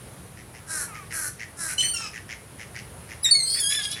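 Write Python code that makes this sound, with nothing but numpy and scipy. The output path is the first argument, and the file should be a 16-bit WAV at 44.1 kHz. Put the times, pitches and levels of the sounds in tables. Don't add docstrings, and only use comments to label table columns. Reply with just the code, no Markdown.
import sys
import numpy as np
from scipy import signal
from scipy.fft import rfft, irfft
from scipy.io import wavfile
from scipy.ndimage import uniform_filter1d, map_coordinates

SR = 44100
rng = np.random.default_rng(int(sys.argv[2]) if len(sys.argv) > 2 else 0)


def invert_db(level):
    return 10 ** (np.asarray(level, dtype=float) / 20)


def master(y):
    cut = np.clip(np.atleast_2d(y).T, -1, 1)
    pcm = np.round(cut * 32767)
    wavfile.write(sys.argv[1], SR, pcm.astype(np.int16))


N = 176400
T = np.arange(N) / SR


def unit(x):
    return x / np.sqrt(np.mean(x ** 2) + 1e-20)


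def along(points, hz):
    f, v = np.transpose(points)
    return np.interp(np.log(hz + 1), np.log(f + 1), v)


def wobble(rate):
    return map_coordinates(rng.standard_normal(N // 20), [T * rate])


def spell(start, end):
    return np.clip(np.minimum(T - start, end - T) / 0.018, 0, 1)


def coloured(x, points):
    size = 4096
    smear = 7
    hz = np.fft.rfftfreq(size, 1 / SR)
    response = invert_db(along(points, hz)) * np.exp(-1j * smear * np.log(hz + 1))
    kernel = np.fft.fftshift(irfft(response, size))
    return signal.fftconvolve(x, kernel)[size // 2:][:N]


# frequency in Hz, relative level in dB.
AIR_SPECTRUM = [(25, -46), (39, -15), (60, 0), (115, 2.5), (160, -0.5), (250, -9.5), (420, -9),
                (800, -13.5), (1600, -17), (2500, -21), (4000, -25), (6300, -27.5), (8000, -26),
                (10000, -15), (12500, -30), (15700, -38)]


def air(level_db=-44.5, patchy_db=1, drift_db=.6):
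    z = signal.stft(rng.standard_normal(N), nperseg=512)[2]
    patches = uniform_filter1d(rng.standard_normal(z.shape), size=8, axis=0)
    patches = uniform_filter1d(patches, size=14, axis=1)
    noise = signal.istft(z * invert_db(patchy_db * unit(patches)), nperseg=512)[1][:N]
    gain = invert_db(along(AIR_SPECTRUM, np.fft.rfftfreq(N, 1 / SR)))
    shaped = irfft(rfft(noise) * gain, N)
    return invert_db(level_db + drift_db * wobble(2.633)) * unit(shaped)


# frequency in Hz, time to die by 60 dB in seconds.
BANK_DECAY = [(500, 0.23), (4000, 0.34), (10000, 0.26)]


def bank(x):
    hz, t, z = signal.stft(rng.standard_normal(SR // 2), SR, nperseg=256)
    fade = invert_db(-60 * t / along(BANK_DECAY, hz)[:, None])
    tail = signal.istft(z * fade, SR, nperseg=256)[1]
    late = np.pad(x, (400, 0))
    return signal.fftconvolve(late, tail / np.linalg.norm(tail))[:N]


def calls(rows, throat, attack_s, release_s, sag, noise, duty, jitter, scatter_db, arch=0,
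          voiced=((1000, 0),)):
    gape_hz, gape_shift = 2200, .07
    rate, level, gape = np.full(N, float(rows[0][2])), np.zeros(N), np.zeros(N)
    chances = rng.uniform(-1, 1, (len(rows), 2))
    for (s, length, hz, db), (start, detune) in zip(rows, chances):
        u = np.clip((T - s) / length, 0, 1)
        begun = T > s - .01
        bend = 1 + jitter * detune - sag * (u - .5) + arch * np.sin(np.pi * u)
        rate = np.where(begun, hz * bend, rate)
        gape = np.where(begun, np.clip(u + start / 2, 0, 1), gape)
        ramp = np.minimum((T - s) / attack_s, 1 + (s + length - T) / release_s)
        level += invert_db(db) * np.sin(np.pi / 2 * np.clip(ramp, 0, 1)) ** 2
    turns = np.cumsum(rate * (1 + jitter * wobble(250))) / SR
    nearest = np.round(turns)
    size = invert_db(scatter_db * rng.standard_normal(N))[nearest.astype(int)]
    pulses = np.diff(np.floor(turns), prepend=0) * size
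    puffs = rng.standard_normal(N) * np.exp(-np.abs(turns - nearest) / duty) * size
    source = np.sqrt(1 - noise) * coloured(unit(pulses), voiced) + np.sqrt(noise) * unit(puffs)
    wide = [(hz * (1 + gape_shift * (hz > gape_hz)), db) for hz, db in throat]
    shut, opened = np.sqrt(1 - gape), np.sqrt(gape)
    voice = coloured(shut * source, throat) * shut + coloured(opened * source, wide) * opened
    return level * unit(voice)


# start in seconds, length before the fade in seconds,
# nominal pulse rate in Hz, level in dB.
FAR_CALLS = [(.875, 0.066, 438, -45.5), (.95, 0.086, 405.6, -45.5), (2.01, 0.059, 437, -44.5)]
# frequency in Hz, gain in dB.
FAR_RESONANCES = [(500, -30), (850, -15), (1250, 0), (1650, -17), (2350, -9), (3300, -35)]


def far_bird():
    return calls(FAR_CALLS, FAR_RESONANCES, attack_s=0.0027, release_s=0.021, sag=.16,
                 noise=.06, duty=0.48, jitter=.006, scatter_db=1.5)


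# start in seconds, level in dB.
QUACK_TIMES = [(0.361, -49.5), (0.532, -47), (0.934, -44), (1.097, -38.5), (1.384, -37.5), (1.675, -38.5),
               (1.816, -37.5), (2.125, -38.5), (2.278, -38), (2.58, -41), (2.74, -38.5), (3.079, -42.5),
               (3.244, -38.5), (3.539, -38), (3.698, -35.5), (3.948, -39.5)]
# frequency in Hz, gain in dB.
QUACK_RESONANCES = [(700, -61), (1400, -11.5), (1930, 2.5), (2400, -5), (2900, -11), (3500, -19.5),
                    (4500, -16), (4900, -10.5), (5600, -10.5), (6800, -16), (8500, -39)]
# frequency in Hz, gain in dB.
QUACK_PULSE_TONE = [(2500, -6), (4500, -13)]


def duck():
    length_s, pulse_hz = .045, 118.05
    quacks = [(s, length_s, pulse_hz, db) for s, db in QUACK_TIMES]
    return calls(quacks, QUACK_RESONANCES, attack_s=.018, release_s=.035, sag=.05,
                 noise=.42, duty=.25, jitter=.04, scatter_db=1.5, voiced=QUACK_PULSE_TONE)


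# start in seconds, length before the fade in seconds,
# nominal pulse rate in Hz, level in dB.
CAW_CALLS = [(.66, 0.16, 307.5, -30.5), (1.1, 0.16, 316.2, -30.5), (1.555, 0.155, 317, -31.5)]
# frequency in Hz, gain in dB.
CAW_RESONANCES = [(1000, -23), (1250, -13.5), (1560, -2.5), (1900, -14.5), (2600, -27), (3550, -30),
                  (4000, -9.5), (4400, -21), (5450, -6.5), (6300, -11.5), (9000, -4.5), (10200, -1),
                  (11600, -18), (15500, -39)]
# frequency in Hz, gain in dB.
CAW_PULSE_TONE = [(2200, 6.5), (4500, -2)]


def crow():
    return calls(CAW_CALLS, CAW_RESONANCES, attack_s=.07, release_s=.065, sag=.13,
                 noise=.55, duty=.48, jitter=.015, scatter_db=1.5, arch=.03, voiced=CAW_PULSE_TONE)


def syrinx(cries, partials, spells=(), halved=0):
    pivot_hz, onset_s = 4140, 0.011
    jitter, hoarse_jitter = 0.00345, .024
    tremble_db, chatter_db = 3, 7
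    upper_lean, hoarse_depth = .9, 1.2
    out = np.zeros(N)
    waver = np.cumsum(1 + .06 * wobble(40)) * 2 * np.pi / SR
    rough = sum(spell(a, b) * hoarse for a, b, _, _, hoarse in spells)
    swell = sum(spell(a, b) * depth * (2 * np.cos(hz * waver) + np.cos(2 * hz * waver))
                for a, b, depth, hz, _ in spells)
    sway = sum(spell(a, b) * depth * upper_lean * np.sin(hz * waver) for a, b, depth, hz, _ in spells)
    for rows, levels in zip(cries, partials):
        s, *cols = np.transpose(rows)
        hz, db, bright_db = [np.interp(T, s, c) for c in cols]
        unsteady_hz = hz * (1 + (jitter + hoarse_jitter * rough) * wobble(300))
        phase = 2 * np.pi * np.cumsum(unsteady_hz) / SR
        gate = np.clip(np.minimum(T - s[0], s[-1] - T) / onset_s, 0, 1)
        tone = np.zeros(N)
        for k, partial_db in enumerate(levels, 1):
            tilt_db = bright_db * np.log2(k * hz / pivot_hz)
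            shake_db = (tremble_db + chatter_db * rough) * wobble(120)
            wave = np.sin(k * phase + sway + rng.uniform(0, 2 * np.pi))
            tone += invert_db(partial_db + tilt_db + shake_db) * wave
        beat = 1 + swell + 2 * halved * np.cos(phase / 2) + hoarse_depth * rough * wobble(600)
        out += gate * invert_db(db) * np.sqrt(2) * tone * beat
    return out


# time in seconds, pitch in Hz, level before partials and tilt in dB, brightness in dB per octave.
LOW_CRIES = [
    [(1.776, 1527, -52, 22), (1.782, 1481, -22, -2), (1.796, 1517, -20.5, 0.5), (1.882, 1511, -49, 22),
     (1.898, 1506, -37, -4), (1.945, 1550, -65, 16)],
    [(1.935, 1447, -30, 2), (1.955, 1383, -38, 2), (2.085, 1265, -49, -2), (2.12, 1270, -77, 4)],
    [(3.236, 1967, -66, -2), (3.246, 1945, -19, 4.5), (3.27, 1828, -24, 4.5), (3.305, 1863, -31.5, -20)],
    [(3.455, 1554, -41, 6.5), (3.553, 1664, -36, 4), (3.6, 1720, -38, -1)],
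    [(3.583, 1785, -49, -13), (3.603, 1754, -34, 5.5), (3.629, 1642, -37.5, 6), (3.649, 1623, -32.5, 4.5),
     (3.771, 1755, -34.5, 0), (3.789, 1708, -36, -4.5), (3.813, 1644, -46, -1), (3.847, 1640, -35, 0.5),
     (3.903, 1662, -45.5, -1.5), (3.925, 1720, -40.5, 5), (3.99, 1730, -67, -18)],
]
LOW_PARTIALS = [
    [-34, 0, -26, -8, -21, -14, -34, -40],
    [-5, 2, -14, 0, -7, -5.5, -12.5, -14.5],
    [-24, 1.5, -18, -5.5, -28, -24, -53, -55],
    [-23, -9, 1.5, -34, -8.5, -7.5, -19, -22],
    [-5.5, 3, -1.5, -6.5, -8, 2, -18, -27],
]
# start in seconds, end in seconds, depth 0-1, flutter rate in Hz,
# hoarseness 0-1.
LOW_FLUTTERS = [(1.791, 1.952, 0.05, 590, 0.28), (1.961, 2.12, 0.28, 447.5, 0.36),
                (3.482, 3.577, 0.17, 492, .1), (3.689, 3.775, 0.24, 544, 0.12),
                (3.783, 3.873, 0.36, 458.4, 0.22), (3.885, 3.97, 0.45, 487, 0.19)]
# time in seconds, pitch in Hz, level before partials and tilt in dB, brightness in dB per octave.
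HIGH_CRIES = [
    [(1.772, 4130, -50, 6), (1.798, 4150, -46, 0), (1.81, 4110, -38.5, -4.5), (1.86, 4345, -44, 4),
     (1.92, 4473, -51.5, 10.5), (1.97, 4487, -59, 6)],
    [(3.222, 4830, -87, 13), (3.236, 4970, -54, 16.5), (3.256, 5800, -84, 7)],
    [(3.302, 4460, -43, -21), (3.312, 4498, -21.5, -7.5), (3.384, 4330, -39, -5),
     (3.408, 4182, -36.5, -1.5), (3.464, 4192, -42, 2), (3.508, 4327, -34, -9.5), (3.548, 4510, -36, -1.5),
     (3.62, 4513, -47, -5)],
]
HIGH_PARTIALS = [9, 10, -16]
# start in seconds, end in seconds, depth 0-1.
HALVED_SPELL = (3.336, 3.47, 0.2)
# frequency in Hz, gain in dB.
GULL_TONE = [(900, -13.5), (2000, 3), (4000, -6.5), (7000, 12.5), (10000, 13.5), (13000, -26), (16000, 13)]


def gulls(sides_mix_db=-9, breath_db=-37):
    start, end, depth = HALVED_SPELL
    low = syrinx(LOW_CRIES, LOW_PARTIALS, LOW_FLUTTERS)
    high = syrinx(HIGH_CRIES, [HIGH_PARTIALS] * len(HIGH_CRIES), halved=depth * spell(start, end))
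    effort = np.sqrt(np.abs(uniform_filter1d((low + high) ** 2, size=400)))
    mixed = invert_db(sides_mix_db) * low * high / (effort + 1e-4)
    breath = invert_db(breath_db) * effort * rng.standard_normal(N)
    return low + high + coloured(mixed + breath, GULL_TONE)


def scene():
    echo_db = -7.5
    birds = far_bird() + duck() + crow() + gulls()
    return (birds + invert_db(echo_db) * bank(birds) + air())[None]


def low_pass(x):
    return signal.sosfilt(signal.butter(12, 15750, fs=SR, output="sos"), x)


def record(dry):
    return low_pass(dry)


dry = scene()
out = record(dry)
master(out)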